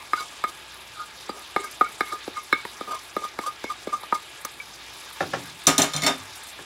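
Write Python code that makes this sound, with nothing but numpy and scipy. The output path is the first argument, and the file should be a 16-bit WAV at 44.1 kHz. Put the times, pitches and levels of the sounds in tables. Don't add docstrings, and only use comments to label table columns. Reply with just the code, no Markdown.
import sys
import numpy as np
from scipy import signal
from scipy.fft import rfft, irfft, next_fast_len
from scipy.io import wavfile
from scipy.ndimage import uniform_filter1d

SR = 44100
rng = np.random.default_rng(int(sys.argv[2]) if len(sys.argv) > 2 else 0)


def to_wav(s):
    ch = np.atleast_2d(s).T
    pcm = np.round(np.clip(ch, -1, 1) * 32767)
    wavfile.write(sys.argv[1], SR, pcm.astype(np.int16))


def field_ratio(decibels):
    return 10 ** (np.asarray(decibels, dtype=float) / 20)


N = 293255
CONTACT_DELAY_S = 0.00153
PRESS_DB_PER_S = 2200

# start_s, click_db, first_ring_db, second_ring_db, wood_db
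TAP_EVENTS = [(0.132, -9, -13, -30, -34.5), (0.438, -8, -11, -28, -34), (1.292, -19, -29, -57, -30),
              (1.561, -12, -12, -29.5, -27), (1.809, -26, -7, -34.5, -25.5),
              (2.006, -2.5, -13, -25.5, -29.5), (2.125, -20, -27, -47, -58), (2.276, -26, -37, -45, -29.5),
              (2.369, -38, -26, -51, -62), (2.526, -6, -13, -18, -24), (2.65, -6, -42, -46, -41),
              (2.808, -47, -30.5, -54, -31.5), (3.164, -8.5, -22, -38, -27), (3.24, -31, -29.5, -53, -56),
              (3.387, -6.5, -22.5, -36, -29.5), (3.639, -31, -38, -35, -30), (3.701, -35, -23, -59, -62),
              (3.87, -29, -28.5, -47, -28.5), (4.031, -25, -38, -62, -49), (4.123, -10, -12, -46, -28),
              (4.449, -29, -26.5, -40, -44)]
# start_s, peak_db
KNOCK_EVENTS = [
    (5.205, -17),
    (5.334, -17.5),
    (6.587, -35),
]
# pitch_hz, level_db, t60_s
WOOD_MODES = [(175, -9, 0.013), (210, -30, 0.012), (300, -18, 0.021), (358, 5, 0.017), (434, 7.5, 0.022),
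              (490, -2, 0.011), (590, 1, 0.024), (752, 3, 0.01), (799, 8, 0.013), (1040, 3, 0.01)]


def highpass(x, order, cut_hz):
    return signal.sosfilt(signal.butter(order, cut_hz, "highpass", fs=SR, output="sos"), x)


def band(x, lo_hz, hi_hz):
    sos = signal.butter(2, [lo_hz, min(hi_hz, .45 * SR)], "bandpass", fs=SR, output="sos")
    y = signal.sosfilt(sos, x)
    return y / np.sqrt(np.mean(y ** 2))


def walk(rate_hz):
    hold = int(SR / rate_hz)
    steps = np.repeat(rng.standard_normal(N // hold + 1), hold)
    return 1.546 * uniform_filter1d(steps, hold)[:N]


def grains(spread_db):
    size_db = spread_db * np.minimum(rng.exponential(size=N), 6)
    x = rng.standard_normal(N) * field_ratio(size_db)
    return x / np.sqrt(np.mean(x ** 2))


def decay(t, t60_s):
    return np.exp(-np.log(1000) * t / t60_s)


def tone(hz):
    return np.sin(2 * np.pi * np.cumsum(hz) / SR)


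def ring(force, modes, low_hz=200):
    out = np.zeros(len(force))
    for hz, db, t60_s in modes:
        pole = np.exp(2j * np.pi * hz / SR - np.log(1000) / (t60_s * SR))
        out += field_ratio(db) * signal.lfilter([1], [1, -pole], force).imag
    return highpass(out, 3, low_hz)


def strike(out, s, modes, db, scatter_db=12.0, cycles=1.0, lag=0., crack=0., crack_s=0.005,
           buzz_db=0., loose=1.0):
    hz, mode_db, t60_s = np.transpose(modes)[:, :, None]
    t60_s = np.minimum(t60_s, .4)
    t = np.arange(min(int((t60_s.max() + .02) * SR), N - int(s * SR))) / SR
    share, detune, phase = rng.standard_normal((3, len(modes), 1))
    since = np.maximum(t - lag / hz, 0)
    swell = (1 - np.exp(-since * hz / cycles)) * decay(since, t60_s)
    buzz = np.repeat(rng.standard_normal((len(modes), 100)), 200, axis=1)
    buzz = uniform_filter1d(buzz, size=150, axis=1)[:, :len(t)]
    swell = swell * field_ratio(np.clip(buzz_db * buzz, -14, 4) * np.minimum(t / 0.0057, 1))
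    wave = np.sin(2 * np.pi * hz * (1 + 0.0017 * detune) * since + loose * phase)
    x = np.sum(field_ratio(mode_db + scatter_db * share) * swell * wave, axis=0)
    x += crack * rng.standard_normal(len(t)) * np.exp(-t / crack_s)
    out[int(s * SR):int(s * SR) + len(t)] += field_ratio(db) * x


def rattle(s, bands, db, cycles=0.58, tilt_db=0., below=1.21, above=1.293):
    out, t = np.zeros(N + SR), np.arange(int(.4 * SR)) / SR
    for hz, band_db, t60_s in bands:
        swell = (1 - np.exp(-t * hz / cycles)) * decay(t, t60_s)
        noise = band(rng.standard_normal(len(t)), hz / below, hz * above)
        total_db = db + band_db + tilt_db * np.log2(hz / 1000)
        out[int(s * SR):int(s * SR) + len(t)] += field_ratio(total_db) * swell * noise
    return out[:N]


def sizzle():
    # time_s, level_db
    lively = [(0, 1.3), (.85, 0), (2.0, 2.5), (2.4, 1), (2.72, 2), (3.4, -1), (4.7, 0.5), (5.26, 4.5),
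              (5.56, 3), (6.22, 3), (6.44, 3), (6.65, -0.5)]
    # pitch_hz, level_db_per_hz
    colour = [(41, -14), (70, -2), (123, -1.5), (208, -7), (350, 1), (481, -2.5), (603, -2), (691, -0.5),
              (887, -1), (1280, 0), (1600, -2.5), (3870, -2.5), (7140, -9), (9000, -12.5), (11000, -12.5),
              (13000, -19.5), (15800, -24.5)]
    # pitch_hz, width_hz, level_db
    pot_air = [(880, 40, 3), (1192, 38, -1), (1664, 44, 6.5), (2350, 480, -4.5), (3440, 650, -8.5),
               (3700, 150, -3), (5000, 200, -6), (7500, 250, -6), (10800, 500, -3)]
    lively_db = np.interp(np.arange(N) / SR, *np.transpose(lively))
    body_db, spray_db = 1.5 + 0.4 * lively_db, -4 + lively_db
    size = next_fast_len(N)
    fizz = rfft(grains(1.6), size)
    hz = np.maximum(np.arange(len(fizz)) * SR / size, 20)
    octave = np.log2(hz)
    air = 1 + sum(0.82 * field_ratio(db) / (1 + (2 * (hz - f) / width_hz) ** 2) for f, width_hz, db in pot_air)
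    colour_hz, colour_db = np.transpose(colour)
    fizz = fizz * air * field_ratio(np.interp(octave, np.log2(colour_hz), colour_db))
    spray = np.abs(walk(60))
    out = np.zeros(N)
    for centre in np.arange(5, 14.5, .5):
        share = np.cos(np.pi * np.clip(octave - centre, -.5, .5)) ** 2
        high = np.clip((centre - 11.6) / 0.84, 0, 1)
        db = (1 - high) * body_db * np.clip(centre - 9, 0, 1) + high * (spray_db + 1.35 * spray)
        db = db + 1.47 * walk(25) + 2.72 * high * np.abs(walk(110))
        out += field_ratio(db) * irfft(fizz * share, size)[:N]
    return field_ratio(-38.5) * out


def hum():
    # pitch_hz, level_db
    hum_lines = [(59.2, -65.5)]
    t = np.arange(N) / SR
    return sum(np.sqrt(2) * field_ratio(db + 1.3 * walk(9.1)) * np.sin(2 * np.pi * hz * t) for hz, db in hum_lines)


def squeaks():
    # start_s, held_s, pitch_hz, level_db
    squeak_events = [(.18, 0.015, 1460, -30), (.172, 0.059, 2204, -40.5), (.187, 0.032, 3700, -44),
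                     (.188, 0.015, 4000, -41.5), (0.18, 0.016, 4780, -41.5), (0.13, .012, 4900, -43),
                     (1.295, 0.0075, 4780, -40.5), (2.529, .014, 3620, -34), (2.529, .005, 4010, -32),
                     (2.529, .004, 5350, -37), (.472, .008, 3600, -40), (.475, .03, 2190, -48),
                     (.99, 0.045, 1400, -39.5), (1.59, 0.089, 2184, -42.5), (1.598, .012, 400, -39),
                     (1.642, .012, 1600, -38), (2.55, 0.057, 2250, -38), (3.88, 0.03, 2200, -47),
                     (1.848, 0.019, 1380, -36), (1.85, 0.032, 2220, -39.5), (2.075, 0.033, 2200, -39),
                     (2.36, .05, 2165, -42), (2.94, 0.036, 1040, -38), (2.925, 0.025, 1022, -39),
                     (2.915, 0.028, 640, -43.5), (2.93, .03, 2160, -48), (3.44, 0.014, 1100, -35),
                     (3.473, 0.011, 540, -38.5), (3.65, 0.04, 2190, -37), (3.703, 0.013, 1050, -36),
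                     (3.928, 0.017, 1020, -35.5), (4.15, 0.0097, 2190, -43)]
    out, waver, flutter = np.zeros(N), walk(300), walk(160)
    for s, held_s, hz, db in squeak_events:
        at = np.arange(int((s - .03) * SR), int((s + held_s + .06) * SR))
        slack_db = PRESS_DB_PER_S * np.maximum(s - at / SR, 0)
        slack_db += 1400 * np.maximum(at / SR - s - held_s, 0)
        late = at + int(hz)
        out[at] += field_ratio(db - slack_db + 2.5 * flutter[late]) * tone(hz * (1 + .012 * waver[late]))
    return out


def thud(s, db):
    start_hz, fall_s, rise_s, fade_s = 1150, .0022, .003, .0015
    out, t = np.zeros(N), np.arange(int(.04 * SR)) / SR
    turns = start_hz * fall_s * np.log(1 + t / fall_s)
    shape = (t / rise_s) ** 2 * np.exp(-t / fade_s)
    swoop = shape / shape.max() * np.sin(2 * np.pi * turns)
    out[int(s * SR):int(s * SR) + len(t)] = field_ratio(db) * swoop
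    return out


def taps():
    # pitch_hz, level_db, t60_s
    plate_low = [(1228, 0, .056), (1255, -6, .045), (1390, -16, .035), (1080, -10, .03)]
    plate_second = [(2175, 0, 0.095), (2198, 1.5, 0.067), (1600, 15, 0.011)]
    plate_high = [(3585, 10.5, 0.065), (4010, 13.5, 0.035), (4750, 13, 0.014), (5160, 2, 0.054),
                  (6060, -6, 0.023), (7700, 8.5, 0.014)]
    # pitch_hz, level_db, t60_s
    blade_bands = [(800, -4, .04), (1640, 0, 0.046)]
    # start_s, level_db, pitch_hz
    slaps = [(0.133, -40, 708), (0.438, -38, 694), (1.29, -26.5, 800), (1.563, -15, 896),
             (1.81, -14.5, 740), (2.007, -26, 760), (2.277, -35, 894), (2.527, -24, 858), (2.651, -22, 955),
             (2.808, -41, 853), (3.166, -25.5, 713), (3.39, -26, 891), (3.641, -22.5, 880),
             (3.872, -33, 820), (4.033, -28.5, 900), (4.125, -11.5, 954)]
    click = [(1833, -2.5, 0.01), (980, -7, 0.0021), (690, -8.0, 0.019)]  # pitch_hz, level_db, t60_s
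    out = np.zeros(N)
    for s, peak_db, first_db, second_db, wood_db in TAP_EVENTS:
        s = s + CONTACT_DELAY_S
        edge_db = max(-12 + 0.6 * second_db, -39)
        strike(out, s, plate_low, first_db + 2.5, scatter_db=2.5)
        strike(out, s, plate_second, second_db + 2.0, scatter_db=1.2, buzz_db=3.5)
        strike(out, s, WOOD_MODES, wood_db - 2.0, scatter_db=5.5, cycles=0.29, lag=0.84, loose=0.68)
        out += thud(s + 0.00024, wood_db + 7.5)
        strike(out, s, plate_high, edge_db - 15.5, scatter_db=2.0, crack=3.9, crack_s=0.0014, buzz_db=9.0)
        out += rattle(s, blade_bands, first_db - 16.5, cycles=1.7)
        strike(out, s, click, peak_db - 12.5, scatter_db=-0.5, cycles=0.12, lag=0.68, loose=0.13)
    for s, db, hz in slaps:
        strike(out, s + 0.0013, [(hz, 0, .018)], db + 4.5, scatter_db=0.5, cycles=0.5, loose=0.)
    return out


def scrapes():
    # start_s, held_s, ring_db, grit_over_ring_db, rumble_over_ring_db
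    drags = [(0.164, 0.017, -38, -1, -32), (0.199, 0.03, -35, -6, -37), (0.479, 0.018, -39.5, 1.5, -10),
             (0.972, 0.017, -43.5, -20, -9), (.998, 0.02, -34, -28, -24), (1.331, 0.087, -48.5, 0, 3),
             (1.601, 0.049, -46, -18, -2), (1.644, 0.0084, -34, 0.5, -12), (1.844, 0.019, -42, -18, -24),
             (1.891, 0.0042, -43.5, 5, 1), (2.06, 0.047, -44.5, 3, -10), (2.124, 0.021, -30, -6, -9.5),
             (2.371, 0.012, -28, -19, -34), (2.574, .02, -41, -3, -18), (2.878, 0.034, -35, -9, -7),
             (2.91, 0.028, -31.5, -6, -17), (2.945, 0.01, -33, -6, -19), (3.222, 0.013, -39, -10, -10),
             (3.24, 0.015, -30.5, -9.5, -23), (3.413, 0.019, -44, 9, -12), (3.466, 0.023, -27.5, -6.5, -28),
             (3.701, 0.02, -31.5, -5.5, -30), (3.931, 0.015, -22, -13, -30), (3.882, .02, -41, -12, -30),
             (4.04, .025, -44, -12, -20), (4.146, 0.0057, -28, -5, -25)]
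    # pitch_hz, level_db, t60_s
    pressed_modes = [(1196, -3.5, 0.037), (1086, -1.5, 0.032), (1020, -1, 0.013), (1340, -17, 0.039),
                     (1510, -11, 0.04), (2154, -13.5, 0.13), (3690, -17, 0.028), (4740, -21, 0.15)]
    # pitch_hz, level_db, t60_s
    rasp_modes = [(3620, 1, .03), (4040, 0, 0.022), (4780, 1.5, 0.03), (5440, -1.5, .025),
                  (6070, -0.5, 0.031), (6380, -2, .02), (7460, -2.5, 0.022)]
    lift_db_per_s = 852
    slips = grains(2.) * field_ratio(2.5 * walk(70))
    rasp = ring(slips, rasp_modes)
    hiss = 0.78 * band(slips, 2900, 10200) + 0.63 * rasp / np.std(rasp)
    out, press, rumble = np.zeros((3, N))
    waver, flutter = walk(250), walk(120)
    for s, held_s, full_db, grit_db, rumble_db in drags:
        at = np.arange(int((s - .08) * SR), int((s + held_s + .1) * SR))
        slack_db = PRESS_DB_PER_S * np.maximum(s - at / SR, 0)
        slack_db += lift_db_per_s * np.maximum(at / SR - s - held_s, 0)
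        ring_db = full_db - slack_db
        chatter_hz = 1244.5 - 9.71 * s
        press[at] += field_ratio(ring_db)
        rumble[at] += field_ratio(ring_db + rumble_db)
        out[at] += field_ratio(ring_db + grit_db - 6.0) * hiss[at]
        out[at] += field_ratio(ring_db + 3.5 + 1.2 * flutter[at]) * tone(chatter_hz * (1 + .009 * waver[at]))
    out += field_ratio(-35) * ring(press * slips, pressed_modes)
    return out + field_ratio(-33.0) * ring(rumble * slips, WOOD_MODES, 325)


def spits():
    # centre_s, peak_db, length_s
    sprays = [(0.194, -35, 0.012), (0.223, -34, 0.012), (1.643, -23, 0.0087), (1.712, -23.5, 0.0079),
              (1.795, -32, 0.014), (1.8856, -35, 0.013), (1.919, -34, 0.015), (2.082, -31, 0.017),
              (2.87, -48, 0.012), (2.914, -39, 0.017), (3.031, -33, 0.022), (3.077, -33, 0.011),
              (3.47, -31, 0.015), (4.412, -26.5, 0.011), (4.45, -23, 0.0082), (4.747, -30, 0.0037),
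              (4.897, -34, .003), (5.093, -31, 0.003), (5.102, -26, .003), (5.129, -26, 0.013),
              (5.168, -32, .003), (0.743, -29, .005), (1.394, -28, .005), (1.476, -36, 0.0046),
              (4.516, -32, .01), (4.934, -36, .015), (5.045, -36, .015), (5.456, -28, 0.0088),
              (5.638, -24, 0.004), (5.94, -32, 0.0036), (6.178, -30, 0.012), (6.3589, -30.5, 0.018),
              (6.434, -26, 0.0081), (6.469, -28, 0.035)]
    puffs = [(s, -31 + 0.23 * db, 0.014) for s, db, *_ in [*TAP_EVENTS, *KNOCK_EVENTS]]
    out, drops, t = np.zeros(N), grains(3.5), np.arange(N) / SR
    mist = band(drops, 8600, 12300) + .3 * band(drops, 7100, 14000)
    for s, peak_db, length_s in [*sprays, *puffs]:
        at = slice(int(s * SR), int((s + .1) * SR))
        shape = np.exp(-(np.abs(t[at] - s) / max(length_s, .002)) ** 1.5)
        out[at] += field_ratio(peak_db - 17.5) * mist[at] * shape
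    return out


def bubble():
    # start_s, level_db, decay_s
    burst = (4.449, -19, 0.0049)
    out = np.zeros(N)
    strike(out, burst[0], [(6180, -1, 0.015)], burst[1], scatter_db=0.5, crack=0.47, crack_s=burst[2])
    return out


def lone_rings():
    # start_s, pitch_hz, level_db, t60_s
    ring_events = [(5.944, 150, -25, 0.29), (6.03, 170, -25.5, 0.19), (6.08, 260.4, -24.5, 0.34),
                   (6.07, 720, -17, 0.1), (5.934, 5300, -30, 0.037), (4.6, 2300, -24.5, 0.057),
                   (5.963, 4900, -29, .06), (5.975, 2200, -26.5, 0.11), (6.02, 4500, -30, .04),
                   (5, 11000, -39, 0.038), (6.045, 4400, -21.5, .1), (6.08, 3660, -22, 0.16),
                   (6.064, 900, -19, .05), (6.064, 5450, -24, .1), (5.669, 7200, -17, .05),
                   (5.669, 10100, -22, .04), (5.685, 260, -20, .12), (6.2, 100, -40, .4)]
    out = np.zeros(N)
    for s, hz, db, t60_s in ring_events:
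        strike(out, s, [(hz, 0, t60_s)], db, scatter_db=0., cycles=1.7, buzz_db=3.5)
    return out


def knocks():
    # pitch_hz, level_db, t60_s
    pot_modes = [(162, -2.5, .15), (368, -2, 0.13), (686, -1, 0.069), (783, 2, .12), (910, -8.5, 0.14),
                 (1104, -7, 0.19), (1400, -2, 0.13), (1727, -3, 0.12), (2350, -7, .035), (2700, -19, 0.14),
                 (2960, -29, .16), (3260, -19, .25), (3740, -18, .2)]
    # band_hz, level_db, t60_s
    pot_bands = [(78.6, -19, 0.61), (135, -11.5, 1), (277, -3.5, 0.46), (437, 0.5, 0.23), (716, 0, 0.21),
                 (1360, 3.5, 0.15), (2480, -6, 0.21), (4800, -9, 0.19)]
    contact = [(582, 0.22, 0.038), (980, -0.18, 0.0081), (1380, -2, .02), (1764, -1.7, 0.029)]
    out = np.zeros(N)
    for s, peak_db in KNOCK_EVENTS:
        strike(out, s, pot_modes, peak_db - 9.5, scatter_db=2.0, buzz_db=2.5)
        strike(out, s + CONTACT_DELAY_S, contact, peak_db, scatter_db=2.5, lag=0.91)
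        out += rattle(s, pot_bands, peak_db - 13.5)
    return out


def clatter():
    # start_s, peak_db, china_db, counter_db
    drop_events = [
        (5.668, 6.5, -12.5, -13),
        (5.7792, 4.5, -15.5, -13.5),
        (5.8175, 3, -19, -20.5),
        (5.839, -27, -47, -24),
        (5.934, -20, -24.5, -33),
        (5.962, -7.5, -25.5, -38),
        (6.019, -12, -25, -26),
        (6.033, -31, -19.5, -23.5),
        (6.063, -9, -13, -21),
        (6.078, -16, -34, -29),
    ]
    # pitch_hz, level_db, t60_s
    china_modes = [(1233, -4, 0.47), (1760, -11.5, 0.21), (2385, -11.5, 0.25), (2190, -11, 0.37),
                   (3180, -8, 0.24), (3590, -2.5, 0.17), (3640, -7, 0.25), (4190, -3, 0.14),
                   (4100, -4, 0.22), (4870, -15, 0.13), (5420, -18, 0.37), (5990, -10, 0.25),
                   (6960, -10, 0.35), (5550, -13, 0.3), (7040, -8.5, 0.24), (7600, -15, 0.17),
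                   (7811, -17, 0.18), (8900, -20, 0.086), (9000, -21, 0.087), (9700, -13.5, 0.15),
                   (10790, -25, 0.075), (10050, -24, 0.073), (13000, -19, 0.13), (14800, -24, .12)]
    # pitch_hz, level_db, t60_s
    rocking_modes = [(1234, -6.5, 0.28), (1850, -13, 0.14), (2030, -4, 0.095), (2184, -1, 0.21),
                     (2620, -11, 0.086), (3080, -14, 0.1), (3600, -4.5, 0.26), (3700, -11, 0.11),
                     (4980, -16, 0.15), (4100, -2, 0.1), (4200, -10, 0.08), (5560, -6, 0.11),
                     (4790, -9.5, 0.18), (5400, -5.5, 0.14), (6250, -26, 0.12), (7095, -5, 0.083),
                     (7400, -15, 0.11), (9125, -9, 0.074), (8710, -23, 0.091), (10700, -25, 0.11),
                     (12000, -26, .12), (13170, -18, 0.087), (14830, -25, .1)]
    # pitch_hz, level_db, t60_s
    counter_modes = [(106, -8, 0.11), (157, -8.5, 0.29), (262.3, 1.5, 0.18), (289, 0, 0.13),
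                     (401, -10.5, 0.23), (639, -6, 0.1), (679, -15.5, 0.14), (739, -11.5, 0.16),
                     (904, -15, 0.15)]
    # band_hz, level_db, t60_s
    china_bands = [(584, 1, 0.21), (895, 1, 0.17), (1510, -1, 0.24), (2660, -2.5, 0.23), (4300, -10, 0.34),
                   (5900, 1.5, 0.15), (8600, -8, 0.24), (13500, -19, 0.18)]
    # band_hz, level_db, t60_s
    china_clusters = [(7360, 3, 0.1), (8900, -8, .13), (9470, -10, 0.17), (10300, -9, 0.073),
                      (10800, -6, 0.087), (12100, -13, 0.11), (13440, -11, .15), (13750, -19, .12),
                      (14600, -19, .13), (15300, -17, .12)]
    contact = [(5990, 9, 0.019), (3680, 5.0, 0.014), (7900, -14, 0.036), (8970, 2.0, 0.019)]
    out = np.zeros(N)
    for k, (s, peak_db, china_db, counter_db) in enumerate(drop_events):
        s = s + 0.001193
        flat = k < 4
        modes = china_modes if k < 6 else rocking_modes
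        strike(out, s, modes, china_db - (7 if flat else 5.5), scatter_db=2., buzz_db=5.)
        strike(out, s + 0.00286, counter_modes, counter_db - 0.5, scatter_db=1.5, cycles=3.3, buzz_db=4.0)
        strike(out, s, contact, peak_db - 18.5, scatter_db=-2.0)
        out += rattle(s, china_bands, china_db - (5.5 if flat else 8.2), cycles=15.3,
                      tilt_db=0 if flat else -1.6)
        out += rattle(s - .0015, china_clusters, china_db - (6 if flat else 15), cycles=3.5,
                      below=1.014, above=1.014)
    return out


def room(near):
    t60_s, level_db, top_hz = 0.22, -17, 9000
    t = np.arange(int(.5 * SR)) / SR
    tail = band(rng.standard_normal(len(t)), 100, top_hz) * decay(t, t60_s) * (t > .004)
    return field_ratio(level_db) * signal.fftconvolve(near, tail / np.sqrt(np.sum(tail ** 2)))[:N]


def scene():
    held = highpass(taps(), 2, 105)
    near = held + squeaks() + scrapes() + lone_rings() + knocks() + clatter()
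    frying = sizzle() + spits() + bubble()
    return (near + room(near) + frying + hum())[None]


def top_cut(x):
    return signal.sosfilt(signal.butter(12, 17020, fs=SR, output="sos"), x)


def record(dry):
    low_hz, top_hz, ceiling = 30, 15740, .95
    x = highpass(dry, 2, low_hz)
    x = ceiling * np.tanh(x / ceiling)
    x = signal.sosfilt(signal.ellip(8, .2, 50, top_hz, fs=SR, output="sos"), x)
    return top_cut(x)


dry = scene()
out = record(dry)
to_wav(out)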